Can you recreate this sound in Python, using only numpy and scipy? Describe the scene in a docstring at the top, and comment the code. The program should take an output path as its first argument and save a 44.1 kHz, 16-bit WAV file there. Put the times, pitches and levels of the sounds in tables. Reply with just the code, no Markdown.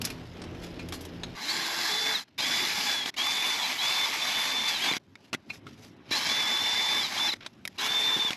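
"""Wire brush on cast steel

A cordless drill spins a wire cup brush against a steel bracket in five bursts, close to a small camera.
Bristle impacts excite the steel's resonances under the motor whine; between bursts the part clinks and
gloves rustle. At first an engine idles outside the garage; a low room rumble lasts throughout."""
import sys
import numpy as np
from scipy import signal
from scipy.fft import rfft, irfft, next_fast_len
from scipy.io import wavfile
from scipy.ndimage import uniform_filter1d

SR = 44100
rng = np.random.default_rng(int(sys.argv[2]) if len(sys.argv) > 2 else 0)


def pcm_store(signal):
    """Save signal as 16-bit PCM."""
    levels = np.round(np.clip(np.atleast_2d(signal), -1, 1) * 32767)
    wavfile.write(sys.argv[1], SR, levels.astype(np.int16).T)


N = 369028


def amp(db):
    """Amplitude ratio of a level in decibels."""
    return 10 ** (np.asarray(db) / 20)


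def unit_rms(x):
    """Normalisation to unit power."""
    return x / np.sqrt(np.mean(x ** 2) + 1e-20)


def curve_at(points, hz):
    """Interpolation of a spectrum along a logarithmic frequency axis."""
    f, value = np.transpose(points)
    return np.interp(np.log(hz + 1), np.log(f + 1), value)


def span(start, end):
    """Sample times from start to end, in seconds."""
    return np.arange(round(start * SR), min(round(end * SR), N)) / SR


def add(mix, start, sound):
    """Superposition of a sound on the mix from its start time."""
    part = mix[round(start * SR):][:len(sound)]
    part += sound[:len(part)]


def fade(n, edge_s):
    """Trapezoidal envelope of n samples."""
    return np.clip(np.minimum(np.arange(n), np.arange(n)[::-1]) / (edge_s * SR), 0, 1)


def colour(x, gain):
    """Zero-phase filtering: the spectrum is multiplied by gain(hz)."""
    size = next_fast_len(len(x))
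    return irfft(rfft(x, size) * gain(np.fft.rfftfreq(size, 1 / SR)), size)[:len(x)]


def band(x, lo_hz, hi_hz):
    """Band-pass filtering."""
    return signal.sosfilt(signal.butter(2, [lo_hz, hi_hz], "bandpass", fs=SR, output="sos"), x)


def wander(n, drift_s):
    """Smoothed noise of unit rms, correlated over about drift_s."""
    width = int(drift_s * SR)
    return unit_rms(uniform_filter1d(uniform_filter1d(rng.standard_normal(n), width), width))


def patchy(x, depth_db, frame):
    """Random modulation of the short-time spectrum; long frames give narrow, lasting rings."""
    spectrum = signal.stft(x, nperseg=frame)[2]
    patches = uniform_filter1d(rng.standard_normal(spectrum.shape), 4, axis=0)
    patches = unit_rms(uniform_filter1d(patches, 8, axis=1))
    return signal.istft(spectrum * amp(depth_db * patches), nperseg=frame)[1][:len(x)]


def grit(per_s, spread_db):
    """Shot noise: independent clicks, a few of them large."""
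    size = amp(spread_db * np.minimum(rng.exponential(1, N), 5)) * rng.standard_normal(N)
    return size * (rng.random(N) < per_s / SR)


# Firing tones; the deepest follows IDLE_ENVELOPE instead: (frequency [Hz], level [dB])
FIRING_TONES = [(43.1, -54), (86.1, -51.5), (118.4, -53), (172.3, -49.5), (253.0, -54.5)]
# Spectrum of the engine's noise: (frequency [Hz], relative density [dB])
IDLE_SPECTRUM = [(15, -30), (25, -3), (168, -10), (209, -5), (345, -1), (456, -7.5), (1120, -20),
                 (3000, -24.5), (3900, -29), (6600, -120)]
# Course of the idle: (time [s], deepest tone [dB], noise [dB])
IDLE_ENVELOPE = [(0.0, -64, -49.5), (0.116, -60, -45.5), (0.294, -61, -56), (0.37, -52, -45.5),
                 (0.458, -65, -44), (0.79, -56, -45.5), (1.336, -58, -45.5), (1.36, -42, -49)]


def engine():
    """Periodic firing gives a line spectrum, here wavering over uneven broadband noise."""
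    times, deep_db, noise_db = np.transpose(IDLE_ENVELOPE)
    t = span(0, times[-1])
    n = len(t)
    noise = colour(rng.standard_normal(n), lambda hz: amp(curve_at(IDLE_SPECTRUM, hz)))
    out = amp(np.interp(t, times, noise_db)) * noise / np.std(band(noise, 160, 1000))
    for k, (hz, db) in enumerate(FIRING_TONES):
        cycles = np.cumsum(hz * (1 + 0.0125 * wander(n, 0.053))) / SR + rng.random()
        level_db = (db if k else np.interp(t, times, deep_db)) + 3.3 * wander(n, 0.072)
        out += np.sqrt(2) * amp(level_db) * np.sin(2 * np.pi * cycles)
    fade_out = fade(n + 400, 0.0085)[400:]
    return np.pad(out * fade_out, (0, N - n))


# Spectrum of the garage's rumble: (frequency [Hz], relative density [dB])
RUMBLE_SPECTRUM = [(15, -66), (25, -43), (102, 0), (143, -4.5), (237, -0.5), (439, -9), (468, -29),
                   (510, -13), (4000, -30), (5200, -88), (8800, -120)]
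# Course of the rumble: (time [s], level [dB])
RUMBLE_ENVELOPE = [(0, -45.5), (2.2, -71.5), (2.4, -57.5), (5, -61), (5.7, -52), (8.37, -56.5)]


def room_rumble():
    """Ambient noise with its power at low frequencies; random modulation makes it lumpy."""
    rumble = colour(rng.standard_normal(N), lambda hz: amp(curve_at(RUMBLE_SPECTRUM, hz)))
    level_db = np.interp(np.arange(N) / SR, *np.transpose(RUMBLE_ENVELOPE))
    return amp(level_db) * unit_rms(patchy(rumble, depth_db=2.2, frame=512))


# Spectrum of glove friction: (frequency [Hz], relative density [dB])
FRICTION_SPECTRUM = [(410, -2.5), (700, 0), (986, -3), (2400, 2), (4180, -1), (4750, -4.5), (4930, -2),
                     (9190, -26), (11500, -19), (14500, -34)]
# Steady crackle as the part is turned by hand: (start [s], end [s], level [dB], treble gain [dB])
TURNINGS = [(0, 1.372, -57, 4), (2.24, 2.383, -73, 0), (3.108, 3.16, -70, 1), (4.992, 6.097, -75.5, 8.5),
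            (7.34, 7.79, -70, 8), (7.338, 7.374, -57.5, 5), (7.405, 7.47, -50, -7)]
# Single rubs: (start [s], loudest [s], end [s], level [dB], treble gain [dB])
RUBS = [(0, .06, 0.18, -40, 9), (0.507, .65, .8, -52, 11), (2.27, 2.283, 2.3, -55, 3),
        (3.135, 3.143, 3.2, -47, -8), (5.153, 5.25, 5.36, -61, 8.5), (5.486, 5.5, 5.53, -44, -3),
        (5.45, 5.547, 5.6, -51, 11.5), (5.61, 5.687, 5.9, -58, 7), (5.69, 5.847, 5.95, -55.5, 11.5),
        (6.006, 6.103, 6.12, -49, -2), (7.457, 7.62, 7, -59, 5), (7.664, 7.76, 7.85, -58, 5)]


def gloves():
    """Friction of rubber on cast steel makes a fine crackle; overlapping rubs add in power."""
    clicks = grit(per_s=9000, spread_db=1.5) * amp(1.8 * wander(N, 0.007))
    crackle = colour(clicks, lambda hz: amp(curve_at(FRICTION_SPECTRUM, hz)))
    crackle = patchy(crackle, depth_db=2, frame=512) / np.std(band(crackle, 680, 7500))
    high = colour(crackle, lambda hz: 1 / (1 + (5500 / (hz + 1)) ** 6))
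    body_power, treble_power = np.zeros(N), np.zeros(N)
    for start, end, db, treble_db in TURNINGS:
        held = amp(db) * fade(len(span(start, end)), 0.0044)
        add(body_power, start, held ** 2)
        add(treble_power, start, (held * amp(treble_db)) ** 2)
    for start, loudest, end, db, treble_db in RUBS:
        t = span(start, end)
        swell_db = np.interp(t, [start, loudest, end], [-26.5, 0, -26.5])
        rub = amp(db + swell_db) * fade(len(t), 0.002)
        add(body_power, start, rub ** 2)
        add(treble_power, start, (rub * amp(treble_db)) ** 2)
    return np.sqrt(body_power) * (crackle - high) + np.sqrt(treble_power) * high


# Close modes of a struck spot: (frequency / ring frequency [ratio], amplitude [ratio])
MODES = [(.9, .45), (1, 1), (1.09, .6), (1.68, .4)]


def impact(ring_hz, ring_db, treble_db, decay_s, thud_db):
    """Impulsive excitation: a scrape of grit, freely decaying metal modes and a thud through the hand."""
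    t = np.arange(3500) / SR
    noise = rng.standard_normal(len(t))
    onset = 1 - np.exp(-(t / (0.24 * decay_s)) ** 2)
    envelope = onset * (np.exp(-t / decay_s) + 0.0085 * np.exp(-t / 0.0096))
    hiss = colour(noise[::-1], lambda hz: amp(curve_at(FRICTION_SPECTRUM, hz)))
    scrape = unit_rms(band(noise, 560, 4350)) + amp(treble_db) * unit_rms(band(hiss, 8200, 17000))
    modes = sum(share * np.sin(2 * np.pi * ring_hz * ratio * t + phase)
                for (ratio, share), phase in zip(MODES, 6 * noise))
    ring = modes * onset * np.exp(-t / (1.2 * decay_s))
    thud = 5.8 * band(np.sin(2 * np.pi * 280 * t) * np.exp(-t / 0.0015), 155, 2200)
    return amp(-14.5) * (scrape * envelope + amp(ring_db) * ring + amp(thud_db) * thud)


# Knocks of the part:
# (time [s], gain [dB], ring [Hz], ring gain [dB], treble gain [dB], decay [s], thud gain [dB])
CLINKS = [(.0154, -15.5, 2830, -1, 4, 0.0043, -19), (0.042, -18, 5400, -1, -17, 0.0069, -16),
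          (0.0497, -22, 5700, 4, 15.5, 0.0063, -13), (.1, -22.5, 2420, 1, -1, 0.0087, -19),
          (0.4164, -23.5, 5100, -4, -29, 0.0071, -13), (.4374, -27.5, 5500, -8, -15, 0.0089, -8),
          (0.632, -30, 3430, -4, -6, 0.015, -5), (0.7904, -25.5, 2430, 1, -40, 0.016, -13),
          (0.886, -29.5, 2400, -8, 5, 0.0062, -10), (0.922, -17, 3300, -6, -7, 0.0084, -14),
          (.9323, -23.5, 4240, -4, -0.5, 0.019, -10), (1.0054, -33, 3200, -4, 4, 0.016, -8),
          (1.05, -29, 3010, -1, 3.5, 0.0082, -11), (1.233, -16.5, 3890, 1.5, -28, 0.0069, -15),
          (3.14, -27, 2190, -1, -12, .0051, -19), (5.1542, -25.5, 2210, 6, -31, 0.0027, -17),
          (5.3292, -10.5, 2620, -0.5, -34, 0.0064, -13), (5.3386, -11.5, 1430, -3, -13, 0.0052, -14),
          (5.3464, -10, 2020, 1, -16, 0.0028, -7.5), (5.5016, -24, 2450, 14, -27, .0058, -21),
          (5.555, -35, 2200, 0, -18, .0046, -6), (5.666, -28, 1290, 4, -28, 0.0073, -7),
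          (7.4617, -14.5, 3520, -7, -24, 0.0052, -22), (7.652, -13, 2250, 1, -7, 0.0034, -19),
          (7.676, -20.5, 1900, 4.5, 6.5, 0.0025, -28)]


def clinks():
    """Free vibration of the knocked bracket: each spot has its own pitch and damping."""
    out = np.zeros(N)
    for start, db, *timbre in CLINKS:
        add(out, start, amp(db) * impact(*timbre))
    return out


# Brush on steel: (start [s], end [s], gain [dB], rise [s], fall [s],
# first treble gain [dB], last treble gain [dB], shaking of the drill body [dB])
CONTACTS = [(1.35, 2.245, -33.5, 0.22, .12, -1, -2, -13.5),
            (2.378, 3.106, -33, .012, 0.015, -2.5, -0.5, -13),
            (3.163, 4.985, -32.5, .025, 0.02, -3.5, -4.5, -15.5),
            (6.105, 7.345, -32, 0.023, 0.014, -3, -3.5, -15),
            (7.781, 8.368, -33.5, 0.0069, 0.072, -4.5, -6, -15.5)]
# The hand leans or eases off: (middle [s], duration [s], level change [dB], treble change [dB])
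PRESSURE_CHANGES = [(1.375, 0.12, 4.5, -8), (1.507, 0.096, 2.5, 1), (2.084, 0.44, 2.5, 0),
                    (3.644, 0.17, -1, -1), (4.12, 0.1, 0, -1), (4.69, 0.037, 3, 4),
                    (3.022, 0.19, -4.5, -3.5), (3.78, 0.14, -6.5, 2.5), (4.606, 0.24, -1.5, 0),
                    (4.78, 0.11, -1, -1), (4.854, 0.076, 3, -0.5), (4.95, .1, -2.5, -1.5),
                    (7.106, 0.15, -3.5, 0), (7.29, 0.03, -0.5, -2.5), (7.317, 0.053, -10.5, 2),
                    (7.852, 0.13, 3, -0.5), (8.302, .03, -4, 0)]
# Spectrum of the scrubbing: (frequency [Hz], relative density [dB])
SCRUB_SPECTRUM = [(47, -27), (80, -19.5), (253, -5.5), (508, -12), (857, -3), (1320, -10.5), (2230, -4.5),
                  (3090, -5), (3530, -3), (3760, -7), (6340, -16), (9180, -30.5), (11900, -22.5),
                  (14500, -53.5)]
# Resonances of bracket, cup and housing, which vary with the spot being brushed:
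# (frequency [Hz], bandwidth [Hz], then the gain in each of the five contacts [dB])
RESONANCES = [(840, 30, 8.5, 2, -5, 7.9, -21), (1106, 225, 8.5, 2, 4.5, 6, 3),
              (1650, 210, 13.5, 7.5, 2.5, 7.2, 5.5), (2080, 210, 10.5, 5.5, 4.5, 7, -4),
              (2275, 160, -10, 7, 6, 5.7, 2), (4064, 200, 8.5, 4, 1.5, 6.1, -13),
              (4880, 230, 5, 4.5, 0.5, 2.5, -16), (5360, 280, -3.5, 1.5, -21, 5.8, -1),
              (7160, 170, 5, 1, -5, 1.5, -9)]


def wire_brush():
    """Random forcing of resonators: bristles flick the steel, and pressure sets level and brightness."""
    flicks = unit_rms(grit(per_s=14000, spread_db=0.5)) * amp(0.47 * wander(N, 0.0071))
    first_touch = 0.17  # share of full pressure
    out = np.zeros(N)
    for k, (start, end, level_db, rise, fall, first_db, last_db, shake_db) in enumerate(CONTACTS):
        t = span(start, end)
        level_db = level_db + 0.9 * wander(len(t), 0.082)
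        tilt_db = np.interp(t, [start, end], [first_db, last_db])
        for middle, length, db, treble_db in PRESSURE_CHANGES:
            lean = np.cos(np.pi * np.clip((t - middle) / length, -0.5, 0.5)) ** 2
            level_db, tilt_db = level_db + db * lean, tilt_db + treble_db * lean
        pressure = np.minimum(first_touch + (1 - first_touch) * (t - start) / rise, 1)
        pressure *= np.minimum((end - t) / fall, 1)

        def response(hz):
            """Resonance peaks add in power and lift the scrubbing spectrum."""
            peaks = sum(amp(gains_db[k]) ** 2 / (1 + (2 * (hz - centre) / width) ** 2)
                        for centre, width, *gains_db in RESONANCES)
            return amp(curve_at(SCRUB_SPECTRUM, hz)) * np.sqrt(1 + peaks)

        steel = colour(flicks[round(start * SR):][:len(t)], response)
        steel = patchy(patchy(steel, depth_db=1.5, frame=512), depth_db=1.5, frame=2048)
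        low = colour(steel, lambda hz: 1 / (1 + (hz / 550) ** 6))
        high = colour(steel, lambda hz: 1 / (1 + (4500 / (hz + 1)) ** 6))
        scrub = (steel - low - high) / np.std(band(steel, 600, 2740))
        hiss = amp(tilt_db) * high / np.std(band(high, 4200, 13000))
        shake = amp(shake_db + 1.5 * wander(len(t), 0.024)) * unit_rms(low)
        add(out, start, amp(level_db - 2.12) * pressure * (scrub + hiss + shake) * fade(len(t), 0.002))
    return out


def tone(hz, level_db, jitter, flutter_db):
    """Random frequency and amplitude modulation of a sine: the pitch shivers and the level dips."""
    n = len(hz)
    shiver = jitter * (wander(n, 0.0028) + wander(n, 0.0165))
    cycles = np.cumsum(hz * (1 + shiver)) / SR + rng.random()
    dip_db = flutter_db * np.maximum(wander(n, 0.0082), -0.5) ** 2
    return np.sqrt(2) * amp(level_db - dip_db) * np.sin(2 * np.pi * cycles) * fade(n, 0.0003)


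# Pulls of the trigger: (press [s], release [s], stop [s], first rotor speed [Hz], full speed [Hz],
# spin-up time constant [s], deceleration [Hz/s], whine [dB], hum [dB])
TRIGGER_PULLS = [(1.406, 1.88, 1.892, 181, 345, .045, 50, -43, -49),
                 (1.892, 2.135, 2.2, 412, 437, 0.018, 2090, -32.5, -46.5),
                 (2.38, 2.934, 3.04, 260, 434.4, 0.029, 217, -31.5, -68),
                 (3.166, 3.589, 3.68, 348.6, 438.4, .025, 708, -31, -63),
                 (3.773, 4.688, 4.79, 350.6, 441.9, 0.032, 647, -30.5, -68),
                 (4.807, 4.907, 4.93, 359.4, 449, 0.034, 2010, -28.5, -54),
                 (6.109, 7.004, 7.08, 298.7, 442, .075, 1080, -29.5, -58),
                 (7.175, 7.27, 7.315, 385, 442.6, .012, 1800, -28, -63),
                 (7.779, 8.265, 8.298, 332, 445.2, .03, 910, -27.5, -51.5)]
# Pitch shiver at full speed, one per pull: (relative deviation [ratio])
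PULL_JITTER = [.006, .0015, .005, .0045, .004, .005, .0022, .003, .0022]
# Upper tone under power, one per pull: (level [dB])
POWERED_UPPER_DB = [-41, -56, -54, -51, -52, -56, -54, -58, -55]
# The load drags the rotor or smothers the whine: (start [s], duration [s], speed loss [Hz], loss [dB])
LOAD_SNAGS = [(2.657, 0.21, 1.1, 12), (3.548, 0.039, 3, 11), (4.057, 0.15, 0.84, 19),
              (4.238, 0.12, 1.37, 4.5), (4.427, .12, 1, 4.5), (3.192, .04, 9.3, -4.5),
              (3.821, 0.0349, 11.9, -2), (4.84, .036, 21, -1), (6.106, 0.19, 19, 7),
              (6.424, 0.0426, 11.7, 1.5), (6.531, 0.068, 5.6, -2), (7.779, .11, 3.7, 9),
              (8.163, .03, 13.6, 5), (8.228, .02, 6, 3)]
# Response of the resonant housing: (frequency [Hz], gain [dB])
HOUSING_RESPONSE = [(2300, -8), (3000, -7), (3200, -3), (3350, -1), (3520, 0), (3750, 8), (3950, 15),
                    (4100, 10), (4220, -10), (4600, -14)]
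# Weaker rotor and gear tones: (frequency / whine frequency [ratio], level [dB])
GEAR_TONES = [(.25, -52), (.5, -53), (1.551, -53), (2.001, -61), (3.001, -70)]


def motor():
    """Rotational orders: hum, whine and gear tones track the rotor as it spins up, holds and slows."""
    whine_order, upper_order = 8, 10  # cycles per turn
    out = np.zeros(N)
    for pull, jitter, powered_db in zip(TRIGGER_PULLS, PULL_JITTER, POWERED_UPPER_DB):
        start, release, stop, from_hz, full_hz, spin_up, slowing, whine_db, hum_db = pull
        t = span(start, stop)
        coast_loss_hz = slowing * np.maximum(t - release, 0)
        rotor_hz = full_hz - (full_hz - from_hz) * np.exp((start - t) / spin_up) - coast_loss_hz
        braking = slowing / 1000  # harder braking cuts whine and hum sooner and lifts the upper tone
        coast_loss_db = 0.12 * braking * coast_loss_hz
        whine_db, hum_db = whine_db - coast_loss_db, hum_db - coast_loss_db
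        upper_db = np.where(t < release, powered_db, -50 + 5.5 * braking)
        for onset, length, lost_hz, lost_db in LOAD_SNAGS:
            load = np.clip(np.minimum(t - onset, onset + length - t) / 0.0086 + 0.5, 0, 1)
            rotor_hz, whine_db = rotor_hz - lost_hz * load, whine_db - lost_db * load
        jitter = jitter + 0.05 * abs(1 - rotor_hz / full_hz)  # less steady below full speed
        whine_hz, upper_hz = whine_order * rotor_hz, upper_order * rotor_hz
        housing_db = curve_at(HOUSING_RESPONSE, whine_hz)
        upper_db += curve_at(HOUSING_RESPONSE, upper_hz)
        add(out, start, tone(whine_hz, whine_db + housing_db, jitter, flutter_db=1 + 500 * jitter))
        add(out, start, tone(upper_hz, upper_db, jitter=0.009, flutter_db=3))
        add(out, start, tone(rotor_hz, hum_db, jitter=0.018, flutter_db=3))
        for ratio, db in GEAR_TONES:
            add(out, start, tone(whine_hz * ratio, db + housing_db, jitter / 2, flutter_db=2))
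    return out


# Squeals of the drill: (start [s], duration [s], first pitch [Hz], last pitch [Hz], level [dB])
SQUEAL_GLIDES = [(1.43, .025, 3950, 4350, -39), (1.485, .035, 4000, 4750, -31.5),
                 (2.185, .027, 4100, 3950, -40), (2.385, .03, 3600, 4100, -34),
                 (3.79, .03, 3700, 4250, -33), (6.115, .07, 3800, 4400, -31), (7.318, .02, 4170, 3800, -31),
                 (7.785, .035, 3850, 4050, -35)]


def squeals():
    """Linear frequency sweeps, heard briefly as the drill starts and stops."""
    out = np.zeros(N)
    for start, length, from_hz, to_hz, db in SQUEAL_GLIDES:
        glide_hz = np.linspace(from_hz, to_hz, round(length * SR))
        add(out, start, tone(glide_hz, db, jitter=0.016, flutter_db=2.5))
    return out


# Blows in the chuck: (time [s], gain [dB], ring [Hz], thud gain [dB])
CHUCK_BLOWS = [(3.0589, -10.5, 3300, -15), (3.0779, -16, 2110, -25), (3.0917, -16.5, 1970, -16),
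               (4.9137, -13, 2330, -6.5), (4.92, -13, 2420, -14), (4.9357, -9, 2160, -16),
               (4.9665, -10.5, 3430, -12), (6.1118, -14.5, 3880, -6), (7.3367, -13, 2010, -16),
               (8.163, -21, 3530, -5), (8.1685, -18, 3510, -5), (8.176, -24, 3400, -3),
               (8.191, -20, 3400, -7), (8.2485, -22, 3660, -4), (8.306, -8, 3400, -12),
               (8.331, -13, 2370, -27)]


def chuck_clacks():
    """Heavily damped impacts of the chuck and its lock as the drill starts, snags or brakes."""
    out = np.zeros(N)
    for start, db, hz, thud_db in CHUCK_BLOWS:
        add(out, start, amp(db) * impact(hz, ring_db=1.5, treble_db=-20, decay_s=0.0025, thud_db=thud_db))
    return out


# Left-right difference against the centre: (frequency [Hz], relative gain [dB])
SIDE_SPECTRUM = [(60, -40), (150, -37), (380, -31), (950, -39.5), (2380, -50.5), (5980, -36.5), (15000, 3)]


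def stereo_width(centre):
    """Decorrelation: a random-phase left-right difference, mainly in the treble, gives slight width."""
    hz, _, spectrum = signal.stft(centre, SR, nperseg=512)
    random_phase = np.exp(2j * np.pi * rng.random(spectrum.shape))
    gain = amp(curve_at(SIDE_SPECTRUM, hz) + 3)[:, None]
    side = signal.istft(spectrum * random_phase * gain, SR, nperseg=512)[1][:N]
    return np.array([centre + side, centre - side])


def scene():
    """Linear superposition of all sources, spread over two channels."""
    drill = wire_brush() + motor() + squeals()
    return stereo_width(drill + clinks() + chuck_clacks() + gloves() + engine() + room_rumble())


def record(dry):
    """Linear filtering: a narrow microphone notch near 9 kHz; the top treble is dulled, then cut off."""
    notch_db = lambda hz: -22 / (1 + ((hz - 9060) / 68.6) ** 2)
    shelf_db = lambda hz: -20 / (1 + np.exp((13650 - hz) / 150))
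    heard = np.array([colour(x, lambda hz: amp(notch_db(hz) + shelf_db(hz))) for x in dry])
    lowpass = signal.firwin(511, 15600, window=("kaiser", 9), fs=SR)
    return signal.oaconvolve(heard, lowpass[None], "same")


dry = scene()
out = record(dry)
pcm_store(out)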